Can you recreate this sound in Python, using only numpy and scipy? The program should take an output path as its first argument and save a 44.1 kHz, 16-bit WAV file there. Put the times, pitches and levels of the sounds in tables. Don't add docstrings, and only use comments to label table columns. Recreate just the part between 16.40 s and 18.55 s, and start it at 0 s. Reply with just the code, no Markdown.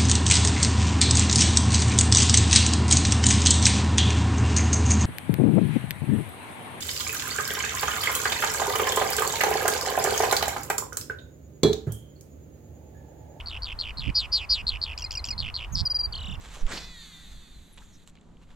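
import sys
import numpy as np
from scipy import signal
from scipy.fft import rfft, irfft
from scipy.io import wavfile
from scipy.ndimage import uniform_filter1d

SR = 44100
rng = np.random.default_rng(int(sys.argv[2]) if len(sys.argv) > 2 else 0)


def generate_wav(sig):
    pcm = np.round(np.clip(np.atleast_2d(sig).T, -1, 1) * 32767).astype(np.int16)
    wavfile.write(sys.argv[1], SR, pcm)


N = 94815
T = np.arange(N) / SR

# [f/Hz, level/dB]
AIR_SPECTRUM = [(60, -3), (100, 0), (125, -7.5), (165, -3), (220, -1.5), (400, -13.5), (1000, -19.5),
                (2000, -27.5), (4300, -29.5), (5300, -39), (7200, -29.5), (9300, -44.5), (12300, -57),
                (13500, -76)]
AIR_DB, HUM_HZ, HUM_DB = -58.5, 167.3, -59.5

# [f/Hz, level/dB]
WIND_LEVEL = [(0, -45.5), (.15, -43.5), (.24, -38), (.4, -45), (.5, -47), (.75, -55.5), (.98, -43.5),
              (1.07, -55.5), (1.16, -45), (1.3, -54.5), (1.41, -46), (1.8, -57.5), (2.05, -50.5),
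              (2.15, -47.5)]
WIND_SPECTRUM = [(15, -2.5), (28, -6), (50, -5), (100, -20), (200, -25.5), (500, -60)]
PUFF_S, PUFF_WIDTH_S, PUFF_DB = 0.2467, 0.011, -18.5

# [f/Hz, level/dB]
RUB_EVENTS = [(0.032, 0.042, -53, 1), (.056, 0.023, -47.5, -1.5), (0.105, 0.092, -52, 1),
              (0.156, 0.053, -49, 2), (0.171, 0.0029, -40, -5.5), (0.211, 0.031, -49, -0.5),
              (0.919, 0.029, -57.5, 1), (1.42, 0.05, -60, 1.5), (1.685, 0.027, -59, 4),
              (1.89, 0.18, -57, -10), (2.027, 0.032, -62, -1.5), (2.115, 0.054, -61, -2)]
RUB_SPECTRUM = [(150, -6), (500, -6), (1000, -1), (2000, -5.5), (3800, -4.5), (5200, -14.5), (7300, -7.5),
                (9200, -20.5), (13000, -25)]

# [f/Hz, level/dB]
KNOCK_EVENTS = [(.0575, -44, .003), (.1405, -46, .003), (.1555, -45, .003), (.266, -36.5, .002),
                (1.3752, -46, .0025), (1.3795, -44, .0035), (1.3865, -49.5, .005), (1.754, -50.5, .0025),
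                (2.1045, -55, .003)]
KNOCK_SPECTRUM = [(200, -6), (1300, -4), (2200, -1.5), (3700, 0), (5000, -16), (7500, -12), (12000, -34)]

# [t/s, f/Hz, level/dB]
TICK_EVENTS = [(1.328, 10400, -55), (1.335, 10300, -56), (1.343, 9900, -56), (1.367, 10100, -58),
               (1.767, 3200, -58), (1.774, 2800, -57), (1.787, 2900, -59), (1.812, 7400, -60),
               (1.815, 2900, -61), (1.971, 2900, -61)]
TICK_S, TICK_WIDTH_HZ = 0.0016, 1900

# [start t/s, length/s, first f/Hz, last f/Hz, width/Hz, level/dB]
SWISH_EVENTS = [(.14, .042, 1150, 947, 390, -53), (.178, .063, 556, 419, 250, -56),
                (.175, .057, 6720, 5500, 900, -57.5), (.266, .045, 1100, 1432, 614, -50),
                (.3, .0406, 1489, 2054, 900, -41), (.318, .035, 260, 330, 220, -46),
                (.28, .07, 8500, 6600, 1410, -48), (.364, .032, 2770, 2890, 700, -42),
                (1.199, .19, 11600, 11300, 700, -73), (1.385, .045, 930, 915, 250, -60),
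                (1.418, .011, 1600, 1560, 600, -54), (1.372, .2, 7700, 6000, 1100, -66.5),
                (1.52, .06, 6100, 5800, 1500, -62)]

# [t/s, level/dB, tilt/(dB per octave)]
CLICK_EVENTS = [(0.0113, -41, 6), (1.6756, -36, 0), (1.698, -46.5, 8)]
# [f/Hz, relative level/dB, t60/s]
REEL_MODES = [(1360, -11, 0.0078), (3020, -0.5, 0.0089), (3920, 2.5, 0.0043), (7100, -3, 0.0042),
              (7650, 4.5, 0.0044), (11200, -22, 0.00067)]

# [f/Hz, level/dB]
HISS_LEVEL = [(.27, -110), (.32, -43), (.38, -47.5), (.41, -51), (.5, -58), (.62, -52.5), (.8, -56),
              (.92, -56.5), (1.0, -59), (1.2, -61), (1.36, -64.5), (1.45, -64), (1.64, -64.5), (1.7, -110)]
HISS_SPECTRUM = [(300, -53), (900, -6), (2000, -2), (2800, -6.5), (3700, 4.5), (4500, -5), (5200, -20),
                 (6500, -3), (7800, -5.5), (9200, -12.5), (13000, -13.5)]
# [t/s, low rush level/dB, bright rasp level/dB]
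RIP_LEVELS = [(.252, -57.5, -82), (.282, -44, -73), (.304, -42, -70), (.32, -36, -47), (.343, -40, -44.5),
              (.361, -39, -45.5), (.381, -42.5, -38), (.396, -45, -48), (.442, -50.5, -49.5),
              (.49, -54, -59), (.8, -105, -105)]
# [f/Hz, level/dB]
RUSH_SPECTRUM = [(90, -7), (170, 5.5), (300, -1), (500, 0.5), (800, -0.5), (2100, -1), (2900, -4),
                 (3900, -5), (5200, -9.5), (7600, -7), (12000, -49)]
RASP_SPECTRUM = [(800, -14), (2200, -12), (2900, -3), (4200, 20), (5500, 16), (7800, -11), (9500, -39),
                 (12500, -29), (15000, -7)]
TURN_DEPTH = .45

# [t/s, turn rate f/Hz]
SPOOL_SPEED = [(.27, 150), (.33, 490), (.40, 503), (.44, 501), (.485, 508), (.52, 498), (.595, 461),
               (.635, 453), (.68, 428), (.765, 395), (.81, 397), (.885, 355), (.94, 349), (1.0, 336),
               (1.06, 316), (1.16, 294), (1.24, 273), (1.67, 195)]
# [t/s, level/dB]
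WHINE_LEVEL = [(.285, -99), (.335, -52), (.45, -48.5), (.55, -49), (.625, -46.5), (.7, -50), (.81, -51),
               (.88, -55), (.97, -56.5), (1.115, -62.5), (1.305, -71), (1.405, -81), (1.63, -75),
               (1.7, -109)]
# [f/Hz, relative level/dB]
FRAME_RESPONSE = [(310, -33), (920, -21), (1550, -17), (1800, -10), (1930, -2), (2040, -6), (2280, -15),
                  (2530, -5), (2750, -14), (3030, -9), (3200, -11), (3380, -3), (3600, 4.5), (3830, -.5),
                  (4040, 0), (4520, -5), (4850, -17), (5200, -31), (6150, -15), (7050, -14), (8150, -22),
                  (9350, -42), (12100, -44)]
STRONG_MULTIPLES = {4: 3, 6: -2, 7: -1.5, 8: 1.5, 9: 1, 10: 1, 14: 4, 15: 4, 19: 3, 24: 12, 36: 7}
CAGE_RATIO, CAGE_DB = .61, -14
FLUTTER_DB, SPEED_JITTER, WOBBLE_RAD = 2.4, .0012, .02

REEL_PAN_DB, WIND_PAN_DB, WHINE_PAN_DB = -2, -7, -3
WHINE_WIDTH, HISS_WIDTH = .25, .38

# [f/Hz, level/dB]
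MIC_RESPONSE = [(11500, 0), (12800, -1), (13600, -11), (15500, -20)]
TREBLE_EACH_SIDE_DB, TOP_HZ = 2.5, 15600


def amp(db):
    return 10 ** (np.asarray(db) / 20)


def unit(x):
    return x / np.sqrt(np.mean(x ** 2))


def curve(rows, axis=1):
    rows = np.array(rows)
    return np.interp(T, rows[:, 0], rows[:, axis])


def response(points, hz):
    points = np.array(points)
    return amp(np.interp(np.log(hz + 1), np.log(points[:, 0]), points[:, 1]))


def colour(x, points, tilt=0):
    hz = np.arange(N // 2 + 1) * SR / N
    octaves = np.log2(np.maximum(hz, 200) / 1000)
    spectrum = rfft(x) * response(points, hz) * amp(tilt * octaves)
    return unit(irfft(spectrum, N))


def walk(rate):
    k = max(int(SR / rate), 2)
    held = np.repeat(rng.standard_normal(N // k + 1), k)
    smooth = uniform_filter1d(uniform_filter1d(held, k), k)
    return unit(smooth[:N])


def grit(grain_db=0):
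    return rng.standard_normal((2, N)) * amp(grain_db * walk(900))


def band(hz, width_hz):
    phase = 2 * np.pi * np.cumsum(hz * np.ones(N)) / SR
    low = signal.butter(3, min(width_hz / 2, SR / 4), fs=SR, output="sos")
    a, b = signal.sosfilt(low, rng.standard_normal((2, 2, N)))
    return unit(a * np.sin(phase) + b * np.cos(phase))


def place(pair, pan_db, width):
    sign = np.array([[1], [-1]])
    return (pair[0] + width * sign * pair[1]) * amp(sign * pan_db / 2)


def pond():
    air = colour(grit(), AIR_SPECTRUM) * amp(AIR_DB + 0.43 * walk(10.25))
    hum_hz = HUM_HZ * (1 + 0.02225 * walk(24.73))
    phase = 2 * np.pi * np.cumsum(hum_hz) / SR
    hum = amp(HUM_DB + 2.4 * walk(5.2)) * np.sin(phase)
    return place(air, -.8, 0.44) + hum


def wind():
    u = (T - PUFF_S) / PUFF_WIDTH_S
    puff = amp(PUFF_DB) * u * np.exp((1 - u ** 2) / 2)
    breeze = colour(grit(), WIND_SPECTRUM) * amp(curve(WIND_LEVEL))
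    return place([puff, 0 * puff], WIND_PAN_DB, 0) + place(breeze, -1.1, 0.2)


def rubs():
    out = 0
    for at, length, db, tilt in RUB_EVENTS:
        swell = np.exp(-2 * ((T - at) / length) ** 2)
        out = out + colour(grit(2.45), RUB_SPECTRUM, tilt) * amp(db) * swell
    return place(out, -1.6, 0.35)


def knocks():
    out = 0
    for at, db, decay_s in KNOCK_EVENTS:
        decay = (T >= at) * np.exp(-np.maximum(T - at, 0) / decay_s)
        out = out + colour(grit(), KNOCK_SPECTRUM) * amp(db) * decay
    return place(out, REEL_PAN_DB, HISS_WIDTH)


def ticks():
    out = 0
    for at, hz, db in TICK_EVENTS:
        burst = np.exp(-((T - at) / TICK_S) ** 2)
        out = out + band(hz, TICK_WIDTH_HZ) * amp(db) * burst
    return place(out, -0.6, 0.22)


def swishes():
    out = 0
    for start, length, first_hz, last_hz, width_hz, db in SWISH_EVENTS:
        along = np.clip((T - start) / length, 0, 1)
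        centre_hz = first_hz + (last_hz - first_hz) * along
        rush = band(centre_hz, width_hz)
        level = amp(db + 1.4 * walk(300))
        out = out + rush * level * np.sin(np.pi * along)
    return place(out, -2.1, 0.12)


def clicks():
    out = np.zeros((2, N))
    for at, db, tilt in CLICK_EVENTS:
        age = np.maximum(T - at, 0)
        sizes = np.array([amp(mode_db + tilt * np.log2(hz)) for hz, mode_db, _ in REEL_MODES])
        sizes = sizes / np.linalg.norm(sizes)
        for size, (hz, _, t60) in zip(sizes, REEL_MODES):
            detune = 1 + 0.01 * rng.standard_normal((2, 1))
            decay = np.exp(-np.log(1000) * np.minimum(age / t60, 10))
            out += amp(db) * size * np.sin(2 * np.pi * hz * detune * age) * decay
    return place(out, .8, 0)


def line(turns):
    pulse = 1 + TURN_DEPTH * np.cos(2 * np.pi * turns)
    hiss = colour(grit(0.54) * pulse, HISS_SPECTRUM) * amp(curve(HISS_LEVEL))
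    rush = colour(grit(1.1), RUSH_SPECTRUM, tilt=-0.76) * amp(curve(RIP_LEVELS))
    rasp = colour(grit(2.8), RASP_SPECTRUM) * amp(curve(RIP_LEVELS, axis=2))
    return place(hiss + rush + rasp, REEL_PAN_DB, HISS_WIDTH)


def whine(hz, turns):
    out = np.zeros((2, N))
    wobble = WOBBLE_RAD * walk(150)
    angle = 2 * np.pi * turns + wobble
    for k in range(1, 40):
        harmonic = (k, STRONG_MULTIPLES.get(k, 0))
        bearing = (k + CAGE_RATIO, CAGE_DB)
        for multiple, db in (harmonic, bearing):
            phase = multiple * angle + 2 * np.pi * rng.random((2, 1))
            level = amp(db + FLUTTER_DB * walk(22))
            out += response(FRAME_RESPONSE, multiple * hz) * level * np.sin(phase)
    spinning = (T > .4) & (T < 1.3)
    spinning_rms = np.sqrt(np.mean(out[:, spinning] ** 2))
    return place(out * amp(curve(WHINE_LEVEL)) / spinning_rms, WHINE_PAN_DB, WHINE_WIDTH)


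def scene():
    hz = curve(SPOOL_SPEED) * (1 + SPEED_JITTER * walk(52.54))
    turns = np.cumsum(hz) / SR
    cast = whine(hz, turns) + line(turns)
    touches = rubs() + knocks() + clicks() + swishes() + ticks()
    background = wind() + pond()
    return cast + touches + background


def record(dry):
    hz = np.arange(N // 2 + 1) * SR / N
    top = np.clip((hz - 6000) / 7000, 0, 1)
    sign = np.array([[1], [-1]])
    phase_rad = np.minimum(hz / 2500, 1) * 0.24 + 0.13 * top
    ports = amp(sign * top * TREBLE_EACH_SIDE_DB) * np.exp(-1j * sign * phase_rad)
    heard = irfft(rfft(dry) * ports * response(MIC_RESPONSE, hz), N)
    cut = signal.ellip(8, .2, 70, TOP_HZ, fs=SR, output="sos")
    return signal.sosfilt(cut, heard)


dry = scene()
out = record(dry)
generate_wav(out)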